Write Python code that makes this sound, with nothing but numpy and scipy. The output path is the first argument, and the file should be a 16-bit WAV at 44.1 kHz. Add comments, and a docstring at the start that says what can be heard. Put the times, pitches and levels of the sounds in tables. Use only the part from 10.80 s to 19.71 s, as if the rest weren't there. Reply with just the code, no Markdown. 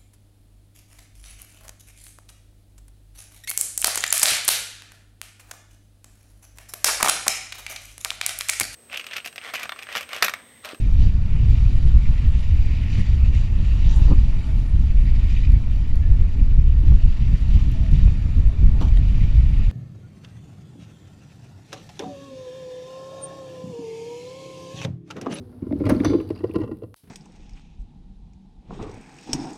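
"""A sailing yacht in a gale

Heard from a camera in a waterproof case at the stern, wind shakes the case with a heavy rumble and
sings in the wires that hold the mast. Water washes along the hull and its bubbles fizz as foam.
Now and then spray flies over, a drop ticks on the case, a wave slaps the boat or a pressure jump pops.
A tight rope squeaks; near the end, heavy gear clunks and a deck fitting knocks."""
import sys
import numpy as np
from scipy import signal
from scipy.fft import rfft, irfft, next_fast_len
from scipy.io import wavfile
from scipy.ndimage import uniform_filter1d, minimum_filter1d, map_coordinates

SR = 44100
rng = np.random.default_rng(int(sys.argv[2]) if len(sys.argv) > 2 else 0)


def waveform_to_disk(signal):
    """Save audio, clipped to [-1, 1], as 16-bit WAV at the path in sys.argv[1]."""
    frames = np.transpose(np.atleast_2d(signal))
    scaled = np.clip(frames, -1, 1) * 32767
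    samples = np.round(scaled).astype(np.int16)
    wavfile.write(sys.argv[1], SR, samples)


N = 393061

# Levels in the tables are relative: the functions add their own gains.
# wind on the case between gusts: t/s, rumble level/dB, level of the eddies (small swirls of air)/dB
WIND = [(0, -2.5, -0.5), (.65, 0.5, 4), (1.25, -2.5, 0.5), (1.75, 0.5, -2), (2.05, -7, 0), (2.45, -1, 1),
        (2.75, -3.5, 2.5), (3.3, 1.5, -3.5), (3.7, -2.5, 2), (4.3, 0.5, 0), (5.05, -3.5, 0.5), (5.8, 2, -1),
        (6.55, -1.5, -1), (7.15, -3, 4.5), (8.05, -2, 2), (8.85, -1, 2)]
# gusts that strike the case: t/s, length/s, rumble rise/dB, eddy rise/dB
GUSTS = [(0.13, 0.017, 6, -3), (0.211, 0.053, 5.5, 10), (0.277, 0.022, 9, 11), (0.533, 0.019, -1, 2.5),
         (0.636, 0.049, -1.5, 4.5), (0.72, 0.046, 2.5, 6), (0.854, 0.026, 5, 4), (0.977, .035, 5, 2.5),
         (1.068, 0.044, 5, 9), (1.153, 0.038, 11.5, 4), (1.3, 0.042, 9, 3), (1.459, 0.086, 4, 6.5),
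         (1.814, 0.045, 2, 1), (2.19, 0.046, 8, 8.5), (2.319, 0.071, 3, 8.5), (2.438, 0.022, 6, 1),
         (3.075, 0.033, 6.5, 8), (3.25, 0.1, 3.5, 6.5), (3.389, 0.047, 2.5, 8), (3.947, 0.024, 5.5, 7),
         (4.178, 0.06, 5.5, -1), (4.736, 0.1, 5.5, 6), (5.148, 0.095, 3.5, -4), (5.317, 0.042, 8, 9),
         (5.421, 0.049, 7, 2.5), (5.621, 0.021, 12.5, 14), (5.785, 0.028, 1.5, 9.5),
         (6.122, 0.091, 5.5, 8.5), (6.26, 0.045, 8.5, 9.5), (6.43, 0.092, -0.5, 6), (6.526, 0.037, 3, 12),
         (6.743, 0.067, 5.5, 10), (7.133, 0.017, 6.5, 13), (7.254, 0.13, 7.5, 4.5),
         (7.584, 0.027, 8.5, 2.5), (7.673, 0.026, 13, -6), (7.84, 0.053, 10.5, 6), (7.902, 0.049, 7, 1.5),
         (8.132, 0.044, 7.5, -2), (8.207, 0.029, 12.5, 2), (8.43, 0.061, 0.5, 6), (8.605, 0.059, 7.5, 2)]
# lulls, when the air briefly lets go of the case: t/s, length/s
LULLS = [(0.318, 0.037), (0.476, 0.054), (1.017, 0.019), (1.382, 0.02), (1.63, .025), (2.258, 0.059),
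         (2.68, 0.043), (2.856, 0.019), (3.653, 0.11), (3.875, 0.074), (4.125, 0.016), (4.493, 0.031),
         (4.834, 0.051), (5.053, 0.021), (5.525, 0.21), (6.206, 0.042), (6.365, 0.05), (6.591, 0.041),
         (6.967, .03), (7.067, 0.017), (7.357, 0.083), (7.44, 0.024), (7.528, 0.037), (7.738, 0.098),
         (8.015, 0.014)]
# surges in the gale's roar: t/s, length/s, rise/dB
SURGES = [(0.252, .07, 3.5), (2.137, .1, 5.5), (3.195, 0.12, 6.5), (6.072, .07, 8), (6.933, 0.13, 4.5),
          (7.582, .04, 12.5), (8.325, 0.022, 1)]
# tone colours of the wind: f/Hz, level/dB
RUMBLE_TONE = [(5, -30.5), (12, 0.5), (25, 1), (35, 0.5), (48, 0.5), (70, -4), (95, -16), (140, -37),
               (220, -46), (400, -79.5), (900, -120)]
EDDY_TONE = [(50, -30.5), (85, 4), (110, 2), (145, -5), (200, -13), (270, -27), (330, -33.5), (600, -48.5),
             (1500, -74.5), (4000, -120)]
ROAR_TONE = [(100, -16), (190, 5), (280, 2), (330, -7), (420, -16.5), (520, -16.5), (900, -56)]
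# notes of two singing wires and of the stays (thick mast cables): f/Hz, width/Hz, level/dB
WIRE_NOTES = [(648, 46, -63.5), (878, 56, -64.5)]
STAY_NOTES = [(400, 30, -61.5), (436, 140, -82)]
# swells in the singing: t/s, length/s, thick wire rise/dB, thin wire rise/dB
WIRE_SWELLS = [(3.134, 0.14, 3, 16), (3.644, 0.24, 7.5, 9), (5.322, 0.23, 6, 2), (7.025, 0.16, 13.5, 5),
               (7.72, 0.16, 9, -6), (8.055, 0.23, 8, 5)]

# water swelling as each wave passes: t/s, foam level/dB, spray level/dB
PASSING_WAVES = [(0, 0.5, 1), (.4, -5.5, -5.5), (.52, 1, -3), (.8, 2, 3), (1.08, -0.5, 0), (1.35, 3, 1.5),
                 (1.7, 1.5, 0), (2.1, 6.5, 1), (2.35, 0.5, 0.5), (2.72, 0, -2), (2.87, 3, 1),
                 (3.24, 1.5, 5), (3.5, 1.5, 0), (3.98, -4, -2), (4.22, -3, -3), (4.5, 4, 0), (4.85, -4, -3),
                 (5.9, -3, -4.5), (6.15, -3, -2), (6.32, 1.5, -0.5), (6.75, 0, 1), (7.25, 0, -0.5),
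                 (7.75, -3.5, -3.5), (8.4, 2, 1), (8.85, 1.5, -2)]
# wave crests that break beside the hull: t/s, length/s, rise/dB
CRESTS = [(0.177, 0.1, 7), (0.712, 0.02, 1), (1.92, 0.031, 4), (2.119, 0.11, 4.5), (2.435, 0.03, 9.5),
          (2.517, 0.1, 5), (4.48, .04, 3.5), (6.047, 0.06, 6), (6.685, 0.11, 3.5), (7.105, 0.099, 4.5)]
# short sloshes against the hull: t/s, foam rise/dB
SLOSHES = [(1.27, 2), (1.39, 2.5), (4.1, 5.5), (4.19, 5), (4.27, 7.5), (4.365, 3.5), (4.57, 3.5),
           (4.655, 7), (4.745, 5), (4.93, 4.5), (5.035, 4.5), (5.315, 3.5), (8.425, 4)]
# strength of the low wash and of the fine mist: t/s, level/dB
WASH_LEVELS = [(0, -3), (.8, 1), (2.2, 0), (3, 1), (4.1, -1.5), (5.4, -1), (5.75, -2.5), (6.7, 0.5),
               (7.6, 0), (8.4, -0.5), (8.85, 0.5)]
MIST_LEVELS = [(0, 5), (.4, -2.5), (1, 4), (1.2, 1), (2, 0.5), (2.8, 0), (3.4, 1), (3.78, 4.5), (4, -0.5),
               (4.6, 0.5), (5, -2), (5.8, -3.5), (6.3, -4), (6.8, 0), (7.7, -2), (8.85, 0.5)]
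# ring of the foam, higher for finer bubbles: t/s, f/Hz
FOAM_PITCH = [(0, 2500), (1.08, 2410), (1.6, 2640), (1.85, 2360), (2.3, 2440), (2.9, 2760), (3.25, 2810),
              (3.5, 2470), (4.3, 2370), (5.9, 2440), (6.3, 2730), (6.8, 2650), (7.5, 2310), (8.85, 2430)]
# the two rings that this pitch blends between: coarse foam f/Hz, fine foam f/Hz
FOAM_RINGS = [2360, 2730]
# tone colours of the water: f/Hz, level/dB
WASH_TONE = [(150, -25), (350, -8.5), (480, 6), (750, 3.5), (1300, 2.5), (1700, 0.5), (3000, -15.5),
             (8000, -40.5)]
FOAM_TONE = [(900, -31.5), (1550, -14.5), (1850, -7), (2400, -3.5), (3000, -4), (3800, -13), (5000, -14.5),
             (9000, -48.5)]
SPRAY_TONE = [(1500, -27.5), (3000, 7), (4000, 6), (5000, -0.5), (7000, -6), (8200, -14), (10000, -19.5),
              (11500, -32), (15800, -46.5)]
MIST_TONE = [(3000, -17.5), (6000, -7), (8000, -4.5), (10000, 0), (11500, -8), (14000, -15.5),
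             (15800, -31.5)]
# sheets of water and spray: high hisses flying past, and one low swell of wash before a wave hits:
# t/s, half length/s, level/dB, start f/Hz, end f/Hz, width/Hz
WATER_SHEETS = [(0.23, .03, -51, 3250, 4520, 1900), (0.809, .07, -57, 4170, 4600, 1600),
                (2.135, 0.046, -52.5, 4200, 5200, 3000), (2.582, 0.048, -56, 5000, 6000, 3000),
                (3.078, .042, -43.5, 2900, 3600, 1700), (3.124, .04, -52, 5700, 6900, 1500),
                (3.167, .026, -56.5, 7980, 10400, 3200), (3.222, .08, -43, 600, 902, 1490),
                (4.511, .035, -51.5, 4000, 4600, 3200)]

# drops landing on the case: t/s, tick level/dB, tap level/dB
DROPS = [(2.101, -43.5, -59), (4.7208, -37.5, -38.5), (4.9615, -48, -41), (5.1574, -37, -42.5),
         (6.0017, -43.5, -65), (6.9163, -36.5, -57), (7.1148, -36.5, -53)]
# tone colour of a drop's tick: f/Hz, level/dB
TICK_TONE = [(1500, -15), (5200, 5), (8000, -3), (11000, 6), (15000, -5)]
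# waves hitting the boat: t/s, rise/s, fall/s, thud level/dB, slap level/dB, splash level/dB
WAVE_HITS = [(2.201, 0.022, 0.0098, -27.5, -52, -40), (3.317, 0.014, 0.016, -14.5, -34.5, -61)]
# tone colours of a wave's hit: f/Hz, level/dB
THUD_TONE = [(60, -4.5), (150, 0.5), (260, 0.5), (350, -11.5), (460, -14), (700, -43), (2000, -77.5)]
SLAP_TONE = [(150, -9), (350, -8), (470, -6), (750, 5.5), (1150, 7), (1420, 0), (1750, -28), (4000, -33),
             (10000, -61.5)]
SPLASH_TONE = [(800, -17), (2000, 13), (3400, 1), (5000, 1), (7000, -12), (9000, -8), (12000, -35),
               (15800, -42.5)]
# pitches that the hull's panels boost or weaken: f/Hz, width/Hz, gain/dB
HULL_RINGS = [(467, 130, 1), (1220, 160, 0), (1400, 120, -7)]
# pressure jumps at the microphone opening: t/s, level/dB
POPS = [(3.314, -23), (3.333, -23), (6.123, -20.5), (7.278, -23)]

# squeak of a tight rope: t/s, f/Hz, level/dB
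SQUEAK = [(5.21, 1793, -78), (5.228, 1725, -54), (5.275, 1760, -55), (5.29, 1810, -85)]
# heavy gear scrapes, clunks and settles: t/s, rise/s, fall/s, body level/dB, rattle level/dB
CLUNKS = [(7.95, .008, 0.044, -40, -64), (8.007, .002, .008, -32, -45), (8.012, 0.0025, 0.012, -25, -43.5),
          (8.025, 0.0036, .011, -26, -42.5), (8.04, 0.0022, .009, -38, -53),
          (8.051, .002, 0.0083, -31, -49), (8.074, .004, 0.027, -36, -58),
          (8.081, .002, 0.0064, -46, -44.5)]
# tone colours of its hollow body and loose parts: f/Hz, level/dB
BODY_TONE = [(70, -6), (130, 12), (310, 4), (560, -11.5), (850, -6.5), (1150, -12), (1500, -14),
             (1900, -34), (4000, -59)]
RATTLE_TONE = [(1200, -7), (2000, -13), (3200, 3), (4300, -6.5), (6000, -12.5), (8500, -19.5), (11500, -24),
               (15000, -39)]
# pitches at which that gear rings: f/Hz, width/Hz, gain/dB
GEAR_RINGS = [(860, 84, 3.5), (3200, 310, 5), (4250, 300, 5), (5900, 350, 6.5)]
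# knock of a deck fitting: t/s, level/dB
KNOCKS = [(8.172, -41)]
# notes of that fitting: f/Hz, level/dB, time to fade by 60 dB/s
FITTING_NOTES = [(660, -1.5, 0.14), (1900, -3, .027), (2000, -2, .05), (2815, -6, .025), (3200, 6.5, .02),
                 (3700, 2, 0.027), (6750, -12, .018), (8550, -8, .016)]
# pitches that the camera case boosts or weakens: f/Hz, width/Hz, gain/dB
CASE_RINGS = [(1592, 150, -4.5), (1842, 180, 4), (3334, 290, -3.5), (4205, 300, -3.5), (4710, 300, 3),
              (5030, 370, -2.5), (5840, 440, 3.5), (6380, 400, -2), (7130, 650, 5)]


def amp(db):
    """Turn decibels into a gain to multiply by."""
    return 10 ** (np.asarray(db) / 20)


def unit(x):
    """Scale x to an average strength (rms) of 1."""
    return x / np.sqrt(np.mean(x ** 2) + 1e-20)


def clock():
    """The time of every sample, in seconds."""
    return np.arange(N) / SR


def curves(rows):
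    """Join a table's points with straight lines: one curve for each column after the time."""
    times, *columns = np.transpose(rows)
    return [np.interp(clock(), times, column) for column in columns]


def wobble(rate):
    """A smooth curve through rate random points a second."""
    return map_coordinates(rng.standard_normal(4096), [clock() * rate + 2], mode="wrap")


def bump(s, length):
    """A smooth rise and fall centred on time s, above half its height for length seconds."""
    return .5 ** np.minimum((2 * (clock() - s) / length) ** 2, 100)


def strikes(rows):
    """Hits that build to a sharp peak and die away: one curve for each level column."""
    force = 0
    for s, rise, fall, *levels_db in rows:
        t = clock() - s
        force += np.outer(amp(levels_db), np.exp(-np.maximum(-t / rise, t / fall)))
    return force


def filtered(x, response):
    """Scale each frequency in x by the gain response(hz)."""
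    size = next_fast_len(N + SR // 2)
    return irfft(rfft(x, size) * response(np.fft.rfftfreq(size, 1 / SR)), size)[:N]


def coloured(x, tone):
    """Give x the tone colour of a table of f/Hz, level/dB."""
    points_hz, db = np.transpose(tone)
    return filtered(x, lambda hz: amp(np.interp(np.log(hz + 1), np.log(points_hz), db)))


def peak(hz, centre, width):
    """A hill of height 1 around the centre frequency."""
    return 1 / (1 + (2 * (hz - centre) / width) ** 2)


def resonant(x, rings):
    """Boost or weaken x around each pitch in rings."""
    return filtered(x, lambda hz: amp(sum(db * peak(hz, centre, width) for centre, width, db in rings)))


def rush(tone, patchy_db):
    """Rushing noise, louder and softer in random patches of time and pitch."""
    grid = signal.stft(rng.standard_normal(N), nperseg=512)[2]
    patches = uniform_filter1d(rng.standard_normal(grid.shape), size=7, axis=0)
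    patches = unit(uniform_filter1d(patches, size=10, axis=1))
    noise = signal.istft(grid * amp(patchy_db * patches), nperseg=512)[1][:N]
    return unit(coloured(noise, tone))


def steadied(x, span):
    """Even out the swells in x that are slower than span seconds."""
    window = signal.windows.hann(2 * int(span * SR / 2) + 3)
    power = signal.fftconvolve(x ** 2, window, "same") / signal.fftconvolve(np.ones(N), window, "same")
    return unit(x / np.sqrt(np.abs(power) + 1e-9))


def wind():
    """Big swirls shake the case, small ones tear off it in quick lumps, and the gale roars in the sails."""
    flurries_db = 0.5 * wobble(16)
    lulls_db = -6 * sum(bump(*lull) for lull in LULLS)
    gusts_db = sum(np.outer(rises_db, bump(s, length)) for s, length, *rises_db in GUSTS)
    rumble_db, eddy_db = curves(WIND) + gusts_db + flurries_db + lulls_db
    rumble = amp(-13 + rumble_db) * steadied(rush(RUMBLE_TONE, patchy_db=6.0), span=0.085)
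    lumps = amp(2.8 * wobble(45))
    eddies = amp(-26.5 + eddy_db) * steadied(lumps * rush(EDDY_TONE, patchy_db=1.5), span=0.14)
    surges_db = sum(db * bump(s, length) for s, length, db in SURGES)
    roar_db = -41 + 0.078 * eddy_db + surges_db + 1.1 * wobble(25)
    return rumble + eddies + amp(roar_db) * rush(ROAR_TONE, patchy_db=1.5)


def wire_note(note_hz, width):
    """Air swirls off a wire in a narrow, breathy note."""
    return unit(filtered(rng.standard_normal(N), lambda hz: peak(hz, note_hz, width)))


def rigging():
    """Two wires sing in the wind and swell now and then; the thick stays moan faintly below."""
    swells_db = sum(np.outer(rises_db, bump(s, length)) for s, length, *rises_db in WIRE_SWELLS)
    wires = sum(amp(db + swell_db) * steadied(wire_note(hz, width), span=1.0)
                for (hz, width, db), swell_db in zip(WIRE_NOTES, swells_db))
    follow_db = 0.53 * swells_db[0]  # the stays partly follow the thick wire
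    stays = sum(amp(db + follow_db + wobble(2.006)) * wire_note(hz, width)
                for hz, width, db in STAY_NOTES)
    return wires + stays


def breaking(s, length):
    """A crest breaks quickly at time s, holds briefly and drains away."""
    break_s = 0.021
    return np.clip((clock() - s) / break_s, 0, 1) * bump(s, 2 * length)


def bubbles(tone, low_hz, high_hz, cycles, spread_db, count):
    """Many bubbles burst at random times, each with a short ring of its own pitch."""
    when, size, pitch = rng.random((count, 3)).T[:, :, None]
    age = np.arange(128)  # in samples
    turns = low_hz * (high_hz / low_hz) ** pitch * age / SR
    rings = amp(spread_db * size ** 2) * np.sin(2 * np.pi * turns) * np.exp(-turns / cycles)
    places = (when * N).astype(int) + age
    bursts = np.bincount(places.ravel(), rings.ravel(), N)[:N]  # add each ring at its place
    return unit(coloured(bursts, tone))


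def foam():
    """A dense fizz of bubbles rings lower when they are coarse and higher when they are fine."""
    fizz = rush(FOAM_TONE, patchy_db=2.5)
    fizz += 0.48 * bubbles(FOAM_TONE, low_hz=1630, high_hz=3950, cycles=1.2, spread_db=19, count=12000)
    fineness = np.interp(curves(FOAM_PITCH)[0], FOAM_RINGS, [0, 1])
    width_hz, ring_db = 480, 5.5
    coarse, fine = (resonant(fizz, [(hz, width_hz, ring_db)]) for hz in FOAM_RINGS)
    blend = (1 - fineness) * coarse + fineness * fine
    return steadied(blend * amp(1.7 * wobble(110)), span=0.2)


def spray():
    """Spray is a flickering hiss mixed with small bursting bubbles."""
    fizz = rush(SPRAY_TONE, patchy_db=1.5)
    fizz += 0.59 * bubbles(SPRAY_TONE, low_hz=3320, high_hz=11800, cycles=2.7, spread_db=13, count=12000)
    return unit(fizz * amp(1.1 * wobble(50)))


def mist():
    """Fine mist is an even hiss with a sparkle of tiny droplets."""
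    sparkle = bubbles(MIST_TONE, low_hz=7000, high_hz=15000, cycles=2.3, spread_db=25, count=4000)
    hiss = unit(coloured(rng.standard_normal(N), MIST_TONE))
    return unit(hiss + 0.64 * sparkle)


def sea():
    """Waves pass and break: water washes along the hull, foam sloshes, spray and mist hiss above."""
    crests_db = sum(db * breaking(s, length) for s, length, db in CRESTS)
    sloshes_db = sum(db * bump(s, length=0.049) for s, db in SLOSHES)
    foam_db, spray_db = curves(PASSING_WAVES) + crests_db + 0.65 * wobble(12)
    wash_db = curves(WASH_LEVELS)[0] + 0.41 * crests_db
    water = amp(-53 + wash_db) * rush(WASH_TONE, patchy_db=1.23)
    water += amp(-52 + foam_db + sloshes_db) * foam()
    water += amp(-55 + spray_db) * spray()
    mist_db = curves(MIST_LEVELS)[0] + 1.2 * wobble(24)
    return water + amp(-71 + mist_db) * mist()


def water_sheets():
    """Water rushes past, rising in pitch: high hisses of thinning spray, and one low swell of wash."""
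    out = np.zeros(N)
    flicker = unit(amp(2.9 * wobble(400)))
    for s, half_length, db, start_hz, end_hz, width_hz in WATER_SHEETS:
        noise = unit(filtered(rng.standard_normal(N), lambda hz: 1 / (1 + (hz / width_hz) ** 2) ** 2))
        progress = (clock() - s) / half_length
        centre_hz = np.interp(progress, [-1, 1], [start_hz, end_hz])
        band = noise * np.cos(2 * np.pi * np.cumsum(centre_hz) / SR)  # moves the noise up to centre_hz
        swell = np.exp(-np.minimum(progress ** 2 / 2, 100))
        out += amp(db) * swell * band
    return out * flicker


def drops():
    """Each drop is a tiny bright tick; the heavy ones also ring the case in a short tap."""
    tick_s, tap_s, tap_hz = 0.001, 0.0011, 4430
    ticks, taps = np.zeros((2, N))
    for s, tick_db, tap_db in DROPS:
        t = np.maximum(clock() - s, 0)
        ticks += amp(tick_db - 8) * (t > 0) * np.exp(-t / tick_s)
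        taps += amp(tap_db) * np.exp(-t / tap_s) * np.sin(2 * np.pi * tap_hz * t)
    return ticks * unit(coloured(rng.standard_normal(N), TICK_TONE)) + taps


def wave_slaps():
    """A wave thuds on the hull, claps on its panels in ragged lumps and throws a splash."""
    ragged = unit(amp(1.47 * wobble(300)))
    water = sum(force * steadied(rush(tone, patchy_db=3.0), span=0.048)
                for force, tone in zip(strikes(WAVE_HITS), (THUD_TONE, SLAP_TONE, SPLASH_TONE)))
    return amp(-1.5) * resonant(ragged * water, HULL_RINGS)


def pressure_pops():
    """The pressure at the microphone opening drops suddenly and leaks back: a dull pop."""
    leak_s, cutoff_hz = .004, 1400
    steps = sum(-amp(db) * (clock() >= s) * np.exp(-np.abs(clock() - s) / leak_s) for s, db in POPS)
    return filtered(steps, lambda hz: 1 / (1 + (hz / cutoff_hz) ** 8))


def rope_squeak():
    """A rope under load slips and squeaks once at an unsteady pitch."""
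    pitch_hz, level_db = curves(SQUEAK)
    slipping = (clock() > SQUEAK[0][0]) & (clock() < SQUEAK[-1][0])
    phase = 2 * np.pi * np.cumsum(pitch_hz * (1 + 0.017 * wobble(350))) / SR
    return amp(level_db + 1.5) * slipping * np.sin(phase)


def gear_clunk():
    """Each hit of the shifting gear sounds its hollow body and rattles its loose metal parts."""
    body_force, rattle_force = strikes(CLUNKS)
    body, rattle = (steadied(resonant(rush(tone, patchy_db=1.0), GEAR_RINGS), span=0.015)
                    for tone in (BODY_TONE, RATTLE_TONE))
    chatter = unit(amp(1.8 * wobble(450)))
    return body_force * body + rattle_force * rattle * chatter


def fitting_knock():
    """A fitting knocks on the deck and rings with several quickly fading notes."""
    out = np.zeros(N)
    for s, db in KNOCKS:
        t = np.maximum(clock() - s, 0)
        for hz, note_db, fade_s in FITTING_NOTES:
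            fade_db = -60 * np.minimum(t / fade_s, 2)
            out += amp(db + note_db + fade_db) * np.sin(2 * np.pi * hz * t)
    return out


def scene():
    """Add up the wind, water and gear in one channel."""
    gale = wind() + rigging() + sea()
    splashes = water_sheets() + drops() + wave_slaps()
    return (gale + splashes + pressure_pops() + rope_squeak() + gear_clunk() + fitting_knock())[None]


def record(dry):
    """The case colours the sound, a limiter turns down the biggest peaks, and the top treble is cut."""
    ceiling, fade_in_s, top_hz = .87, 0.0021, 15800
    boxed = resonant(dry[0], CASE_RINGS)
    needed_gain = ceiling / np.maximum(np.abs(boxed), ceiling)
    smooth_gain = uniform_filter1d(minimum_filter1d(needed_gain, size=1200), size=900)
    fade_in = np.sin(np.pi / 2 * np.minimum(clock() / fade_in_s, 1)) ** 2
    return filtered(boxed * smooth_gain * fade_in, lambda hz: hz < top_hz)[None]


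dry = scene()
out = record(dry)
waveform_to_disk(out)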